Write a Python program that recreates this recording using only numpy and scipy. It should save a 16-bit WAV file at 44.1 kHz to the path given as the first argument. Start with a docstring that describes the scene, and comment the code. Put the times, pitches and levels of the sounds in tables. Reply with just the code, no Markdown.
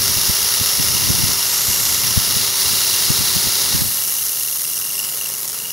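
"""A small steam turbine, braked by hand

A model boiler drives a turbine in a quiet garden. The steam jet hisses through the wheel, which makes it
flutter. The wheel hums, its bearing chirps on every turn, and plume and breeze buffet the microphone.
A hand comes over the wheel and brakes it: the hum dies and a thinner, wet, sputtering hiss is left."""
import sys
import numpy as np
from scipy.fft import rfft, irfft, next_fast_len
from scipy.io import wavfile
from scipy.ndimage import uniform_filter1d, map_coordinates

SR = 44100
rng = np.random.default_rng(int(sys.argv[2]) if len(sys.argv) > 2 else 0)


def unload_audio(sound):
    """Save the sound as a 16-bit wav file, at the path given as the first command line argument."""
    columns = np.transpose(np.atleast_2d(sound))
    # keep every value between -1 and 1, then stretch to whole-number steps
    steps = np.round(np.clip(columns, -1, 1) * 32767)
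    wavfile.write(sys.argv[1], SR, steps.astype(np.int16))


N = 252252
TIME = np.arange(N) / SR
BRAKE_AT_S, BRAKE_TAKES_S = 3.736, 0.12  # the finger presses on the wheel


def amp(db):
    """Turn decibels into a number to multiply by."""
    return 10 ** (np.asarray(db) / 20)


def unit(x):
    """Scale a signal to an average power of 1."""
    return x / np.sqrt(np.mean(x ** 2) + 1e-20)


def along(points, hz):
    """Read a (frequency, value) table between its rows, on a log frequency scale."""
    f, values = np.transpose(points)
    return np.interp(np.log(hz + 1), np.log(f + 1), values)


def curves(rows):
    """Join the rows of a time table with straight lines: one curve per value column."""
    times, *columns = np.transpose(rows)
    return [np.interp(TIME, times, column) for column in columns]


def wobble(rate):
    """A smooth curve through `rate` random values a second."""
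    values = rng.standard_normal(int(N * rate / SR) + 4)
    return map_coordinates(values, [TIME * rate])


def filtered(x, response):
    """Turn each frequency up or down by the gain response(hz)."""
    size = next_fast_len(N + 8192)
    return irfft(rfft(x, size) * response(np.fft.rfftfreq(size, 1 / SR)), size)[..., :N]


def below(hz, edge_hz, order=24):
    """A gain that lets low frequencies through; a higher order cuts more sharply."""
    return 1 / (1 + (hz / edge_hz) ** order)


def noise(spectrum, likeness):
    """Stereo noise of a given colour. Likeness 1 makes left and right equal, -1 opposite."""
    def colour(hz):
        angle = np.arccos(np.clip(along(likeness, hz), -1, 1)) / 2
        return amp(along(spectrum, hz)) * [np.cos(angle), np.sin(angle)]
    mid, side = filtered(rng.standard_normal((2, N)), colour)
    return unit(np.array([mid + side, mid - side]))


def around(size):
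    """A short time axis in seconds, with zero in the middle."""
    return (np.arange(size) - size // 2) / SR


def place(times, shapes):
    """Add up short sounds (one per row), each centred on its time."""
    size = shapes.shape[1]
    centres = np.round(np.asarray(times) * SR).astype(int)
    at = centres[:, None] + np.arange(size) - size // 2
    inside = (at >= 0) & (at < N)
    return np.bincount(at[inside], shapes[inside], N)


def beats(rate):
    """The samples at which something repeating `rate` times a second finishes a cycle."""
    return np.flatnonzero(np.diff(np.floor(np.cumsum(rate) / SR)))


def steady(x):
    """Even out slow changes in loudness and keep the fast ones."""
    return x / np.sqrt(np.abs(uniform_filter1d(x ** 2, size=9000)) + 1e-9)


def braked(takes_s):
    """0 while the wheel runs free, rising to 1 once the finger presses."""
    return np.clip((TIME - BRAKE_AT_S) / takes_s, 0, 1)


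# Colour of the garden's murmur: f/Hz, level/dB
GARDEN_COLOUR = [(25, -38), (70, -2), (150, -1), (250, -11), (430, -10), (600, -4.5), (1500, -56)]
def garden():
    """A faint, low, even murmur behind everything."""
    return amp(-54.5) * noise(GARDEN_COLOUR, likeness=[(200, 0.58)])


# Gusts that carry the plume onto the microphone: start t/s, length/s, level/dB
PLUME_GUSTS = [(0, 0.18, -26.5), (.79, 0.52, -23.5), (1.678, 0.37, -31), (2.033, 0.37, -28.5),
               (2.663, 0.13, -28.5), (3.009, 0.59, -32.5), (3.692, .17, -26.5)]
def airflow(rise_s=0.024, fade_s=0.039, draught_db=-34, calm_db=-48):
    """How hard the air blows: gusts come and go over a draught that dies down with the wheel."""
    gusts = np.zeros(N)
    for start, length, db in PLUME_GUSTS:
        rise = np.clip((TIME - start) / rise_s + 1, 0, 1)
        fade = np.exp(-np.maximum(TIME - start - length, 0) / fade_s)
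        gusts += amp(db) * rise * fade
    draught = amp(draught_db + (calm_db - draught_db) * braked(takes_s=0.73))
    return np.hypot(gusts, draught)


# The strongest swirls of air: t/s, level/dB, left minus right/dB
SWIRLS = [(.298, -9, -6), (.615, -11.5, -7.5), (.8, -9.5, 1), (1.104, -3, -5), (1.24, -10, 1),
          (1.699, -12.5, 1), (2.178, -5.5, 10), (2.37, -11, 2), (3.107, -3, 0.5), (3.209, -8.5, 0),
          (3.367, -11, 4), (3.47, -10.5, -1), (3.751, -8.5, 0.5), (3.819, -10.5, -.5)]
# Colour of the wind's rumble: f/Hz, level/dB
RUMBLE_COLOUR = [(20, -18), (45, 0.5), (75, 3), (115, 4), (180, -1.5), (280, -7), (450, -15), (900, -31.5),
                 (2000, -55)]
# How alike the rumble is on left and right: f/Hz, likeness
WIND_LIKENESS = [(30, -.2), (120, -.65), (300, -.75)]
def wind(thump_hz=132, thump_s=0.0019, wake_s=0.0085, wake_db=-9.5, lumps_db=2.0, right_db=-1.3):
    """Air pushes the microphone's two sides opposite ways: it rumbles, and each swirl thumps."""
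    times, db, side_db = np.transpose(SWIRLS)[:, :, None]
    times = times[:, 0]
    t = around(size=4400)
    wakes = place(times, amp(db + wake_db) / np.cosh(t / wake_s))  # churning air around each swirl
    lumpy_air = airflow() * unit(amp(lumps_db * wobble(45)))
    rumble = np.hypot(lumpy_air, wakes) * noise(RUMBLE_COLOUR, WIND_LIKENESS)
    thumps = amp(db) * np.sin(2 * np.pi * (thump_hz * t + rng.random(db.shape))) / np.cosh(t / thump_s)
    left_gain = amp(side_db / 2)
    left = place(times, thumps * left_gain)
    right = -place(times + .00025, thumps / left_gain)
    return (rumble + np.array([left, right])) * amp([[0], [right_db]])


# Water in the steam pipe: t/s, wetness (0 to 1), spurt rate/Hz
PIPE_WATER = [(0, 0.42, 51), (3.8, 0.2, 58.6), (4.1, 0.49, 68), (4.7, 0.75, 87.6), (5, 0.88, 105),
              (5.3, 0.88, 102), (5.72, 0.84, 79)]
def water(scatter_s=0.0016, width_s=0.00069, spread_db=2.5):
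    """Water breaks the flow into short, uneven spurts. Gives the wetness and the spurts as curves."""
    wet, rate = curves(PIPE_WATER)
    at = beats(rate)
    shift, size = rng.standard_normal((len(at), 2)).T
    strength = wet[at] * amp(spread_db * size)
    bump = np.exp(-.5 * (around(size=600) / width_s) ** 2)
    return wet, place(at / SR + scatter_s * shift, strength[:, None] * bump)


# Notes at which the boiler and casing ring: f/Hz, width/Hz, level/dB
METAL_NOTES = [(143, 47, 6.5), (424, 140, 2.5), (908, 55, -2.5), (1083, 9.1, 9), (1244, 23, -1),
               (1420, 32, -2), (1850, 75, -7)]
def casing(wet, spurts, flow_shake=0.38):
    """The flow, and each spurt most of all, shakes the metal: more water, more ringing."""
    def ringing(hz):
        return sum(amp(db) * 1j * hz * width / (note ** 2 - hz ** 2 + 1j * hz * width)
                   for note, width, db in METAL_NOTES)
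    shake = rng.standard_normal(N) * (flow_shake + spurts)
    return amp(-44) * wet * steady(filtered(shake, ringing))


# How fast the wheel spins: t/s, turning rate/Hz
WHEEL_SPEED = [(0, 32.7), (2.3, 32.75), (2.7, 32.15), (3.4, 31.95), (3.9, 31.1), (4.4, 26), (4.9, 22.5),
               (5.3, 19), (5.72, 20)]
def wheel():
    """The wheel slows under the finger. Gives its speed and the number of turns made so far."""
    speed, = curves(WHEEL_SPEED)
    return speed, np.cumsum(speed) / SR


# Loudness of the whole hum: t/s, level/dB
HUM_LEVEL = [(0, -39.5), (1.3, -43), (1.7, -46), (2.2, -42.5), (3.7, -40.5), (4, -58), (5.72, -52)]
# Tones within the hum: cycles per turn, relative level/dB
HUM_TONES = [(11, -10), (12, -5), (13, -37), (14, -9.5), (29, -11.5)]
def hum(turns):
    """The spinning wheel sings at a few multiples of its turning rate."""
    level, = curves(HUM_LEVEL)
    tones = sum(amp(db) * np.sin(2 * np.pi * (cycles * turns + rng.random())) for cycles, db in HUM_TONES)
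    return np.sqrt(2) * amp(level) * tones


# Chirps that stand out from the rattle: start t/s, level/dB
LOUD_CHIRPS = [(0.9668, -19), (1.729, -19.5), (2.0393, -21), (2.829, -23), (4.4824, -26.5), (4.8392, -26),
               (4.9785, -24), (5.025, -26), (5.2103, -21), (5.2561, -21.5)]
# Spells when the bearing rattles harder or rests: start t/s, length/s, level change/dB
RATTLE_SPELLS = [(.77, 0.46, 2.5), (2.65, 0.42, 2), (4.87, 0.22, 4), (5.36, .2, -9), (5.59, .13, 4)]
def bearing(speed, pitch_hz=2830, detune=0.014, fade_s=0.0028, turn_db=-26.0, stray_db=-33.0,
            strays_per_s=65, spread_db=2.0, braked_db=-3.0):
    """The shaft chirps once a turn, and more weakly in between; braking makes it quieter."""
    on_turn = beats(speed)
    strays = np.flatnonzero(rng.random(N) < strays_per_s / SR)
    at = np.r_[on_turn, strays]
    times = at / SR
    level = np.r_[np.full(len(on_turn), turn_db), np.full(len(strays), stray_db)]
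    level += spread_db * rng.standard_normal(len(at))
    level += braked_db * braked(BRAKE_TAKES_S)[at]
    level += sum(db * ((times > start) & (times < start + length)) for start, length, db in RATTLE_SPELLS)
    loud_starts, loud_level = np.transpose(LOUD_CHIRPS)
    loud_times = loud_starts + fade_s
    clear = np.abs(times[:, None] - loud_times).min(axis=1) > .008  # leave room for the loud chirps
    times = np.r_[loud_times, times[clear]]
    level = np.r_[loud_level + .5, level[clear]]
    t = around(size=600)
    offset, phase = rng.uniform(-1.26, 1, (len(times), 2)).T[:, :, None]
    tones = np.sin(2 * np.pi * (pitch_hz * (1 + detune * offset) * t + phase))
    return place(times, amp(level)[:, None] * tones * np.exp(-np.abs(t / fade_s) ** 3))


# The biggest drops spat from the nozzle: t/s, level/dB
BIG_DROPS = [(.3374, -6), (.5464, -5), (2.1024, -6), (2.8374, -4), (2.9414, -4), (4.0774, -6), (4.2684, -6),
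             (4.9931, -7), (5.4924, -9)]
# Colour of a drop's crack: f/Hz, level/dB
DROP_COLOUR = [(500, -15), (2500, -21), (4000, -20), (5600, -0.5), (8000, -6), (11000, -4), (15500, -36)]
def drops(spurts, spray_db=-14.0, spread_db=1.5, fade_s=0.00023):
    """Drops of water crack in the jet: a fine spray inside the spurts, and a few big spits."""
    spray_at = np.flatnonzero(rng.random(N) < 350 * spurts / SR)  # stronger spurts throw more drops
    big_times, big_level = np.transpose(BIG_DROPS)
    level = np.r_[big_level, spray_db + spread_db * rng.standard_normal(len(spray_at))]
    t = around(size=128)
    bursts = rng.standard_normal((len(level), len(t))) * (t >= 0) * np.exp(-np.abs(t) / fade_s)
    colour = amp(along(DROP_COLOUR, np.fft.rfftfreq(len(t), 1 / SR)))
    cracks = irfft(rfft(bursts) * colour)
    cracks /= np.abs(cracks).max(axis=1, keepdims=True)
    return place(np.r_[big_times, spray_at / SR], amp(level)[:, None] * cracks)


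# How alike the hiss is on left and right: f/Hz, likeness
HISS_LIKENESS = [(400, .5), (1000, .96), (2000, .95), (3800, .999), (7000, .998), (8000, .985),
                 (12000, .97), (14000, .55), (15500, .8)]
def hiss_noise(colour):
    """Noise of a given colour, heard near the centre."""
    return noise(colour, HISS_LIKENESS)


# Colours of the jet when free, veering, cupped by the hand and braked: f/Hz, level/dB
FREE = [(3050, -8), (3550, -5), (3950, -3), (4700, -2), (5500, 3), (6300, -1.5), (7000, -4), (7600, -9.5),
        (8500, -8), (9700, 0), (11300, 3), (12500, -3), (13900, -6.5), (15300, -3.5)]
VEERED = [(3050, -11.5), (3950, -5), (4900, -5), (5550, 0), (6300, -3.5), (6950, -2), (7650, -8),
          (9100, -8), (10100, -6), (11300, -0.5), (12400, -3), (14000, -5), (14900, -11), (15600, -16)]
CUPPED = [(3050, -8), (3550, -4), (3900, 0.5), (4600, -0.5), (5500, 2), (6300, -1.5), (7000, -2.5),
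          (7650, -10.5), (8300, -8), (9700, -2.5), (11300, -0.5), (12700, -5.5), (14200, -9), (15300, -5.5)]
BRAKED = [(3050, -12), (3600, -11.5), (3950, -8), (4700, -7.5), (5500, -2.5), (6900, -4.5), (7600, -9),
          (8500, -6), (9700, -2.5), (11400, 2.5), (12700, -1), (13600, -3.5), (14350, -10), (15200, -3.5)]
# The jet veers, then the hand covers the wheel: t/s, change length/s, new colour
JET_PATHS = [(1.49, 0.2, VEERED), (1.96, 0.21, FREE), (2.33, 0.2, CUPPED), (3.84, 0.43, BRAKED)]
def jet(lowest_hz=2850):
    """A high hiss whose colour changes with the path the steam takes."""
    steam = hiss_noise(FREE)
    for midpoint, length, colour in JET_PATHS:
        share = np.clip((TIME - midpoint) / length + .5, 0, 1)
        steam = np.sqrt(1 - share) * steam + np.sqrt(share) * hiss_noise(colour)
    return filtered(steam, lambda hz: 1 - below(hz, lowest_hz))


# Sound bouncing off the hand: t/s, extra distance/m, echo strength
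HAND_BOUNCE = [(3.9, .105, 0), (4.3, .11, .1), (4.7, .112, .17), (4.9, .119, .25), (5.06, .133, .42),
               (5.17, .158, .3), (5.35, .2, 0)]
def hand_echo(steam, sound_m_per_s=343):
    """An echo off the hand weakens some high pitches; these dips slide down as the hand leaves."""
    distance, strength = curves(HAND_BOUNCE)
    bounced = filtered(steam, lambda hz: below(hz, 10800, order=16) - below(hz, 5000, order=6))
    earlier = np.arange(N) - distance / sound_m_per_s * SR
    return steam + strength * np.array([map_coordinates(channel, [earlier]) for channel in bounced])


def flutter(turns, depth_db=0.62, restless_db=0.69):
    """The uneven wheel chops the jet the same way on every turn, with a little random wobble on top."""
    chop = sum(np.cos(2 * np.pi * (k * turns + rng.random())) for k in range(1, 5))
    return amp(depth_db * chop + restless_db * wobble(90))


# Steam leaving the nozzle: t/s, level/dB
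STEAM_FLOW = [(0.0, -20), (1.21, -20.5), (1.5, -21.5), (2.42, -20.5), (2.53, -22.5), (2.6, -19.5),
              (4.17, -21), (5.1, -24), (5.72, -27.5)]
def steam_levels(wet, flooded_from=0.83, flood_db=7):
    """The hiss follows the flow. Braking lowers its roar and rush; a lot of water lifts the roar."""
    flow, = curves(STEAM_FLOW)
    usual = np.median(flow)
    pressed, slowed = braked(BRAKE_TAKES_S), braked(takes_s=0.78)
    flooded = np.clip((wet - flooded_from) / (1 - flooded_from), 0, 1)
    roar_db = usual - 10 + 0.33 * (flow - usual) - 4 * pressed - 6 * slowed + flood_db * flooded
    rush_db = usual + 0.5 + 0.74 * (flow - usual) - 4.5 * pressed - 2 * slowed
    fizz_db = flow + 2
    return roar_db, rush_db, fizz_db


# Colour of the exhaust's roar: f/Hz, level/dB
EXHAUST_COLOUR = [(260, -7), (450, -2.5), (488, -5), (537, -0.5), (617, -4), (804, -2), (944, 2), (1030, 0),
                  (1340, 2.5), (1580, -2), (1780, 0), (1920, 2.5), (2160, 2), (2480, -3.5), (2650, 0),
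                  (3380, -5), (5720, -120)]
def hiss(turns, wet, spurts, fizz_above_hz=7700):
    """Steam roars in the exhaust, rushes in the blades and fizzes at the nozzle, pulsing together."""
    roar_db, rush_db, fizz_db = steam_levels(wet)
    steam = hand_echo(jet())
    rush = filtered(steam, lambda hz: below(hz, fizz_above_hz))
    fizz = steam - rush
    chop = flutter(turns)
    exhaust = amp(roar_db) * hiss_noise(EXHAUST_COLOUR) * steady(chop * (1 + 0.9 * spurts))
    blades = amp(rush_db) * steady(rush * chop * (1 + spurts))
    nozzle = amp(fizz_db) * steady(fizz * np.sqrt(chop) * (1 + spurts))
    return exhaust + blades + nozzle


# How much louder the turbine is on the left: f/Hz, left minus right/dB
LEFT_LEAN = [(400, 4.5), (1000, 5.2), (2000, 2.7), (3800, 0), (13000, 0)]
def scene():
    """The turbine stands a little to the left, in wind and a quiet garden."""
    speed, turns = wheel()
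    wet, spurts = water()
    turbine = hiss(turns, wet, spurts) + drops(spurts) + casing(wet, spurts) + bearing(speed) + hum(turns)
    turbine = filtered(turbine, lambda hz: amp(np.outer([.5, -.5], along(LEFT_LEAN, hz))))
    return turbine + wind() + garden()


# The microphone's dip and lift in the highest treble: f/Hz, level/dB
MICROPHONE_COLOUR = [(12300, 0), (13300, 0), (14250, -3.5), (15000, 1.8), (15600, 2)]
def record(dry, low_cut_hz=55, top_hz=15750, ceiling=.97):
    """The deep bass is thinned, the treble coloured, peaks are rounded; nothing sounds above top_hz."""
    heard = filtered(dry, lambda hz: amp(along(MICROPHONE_COLOUR, hz)) * (1 - below(hz, low_cut_hz, 3)))
    rounded = heard / (1 + np.abs(heard / ceiling) ** 8) ** (1 / 8)
    return filtered(rounded, lambda hz: hz < top_hz)


dry = scene()
out = record(dry)
unload_audio(out)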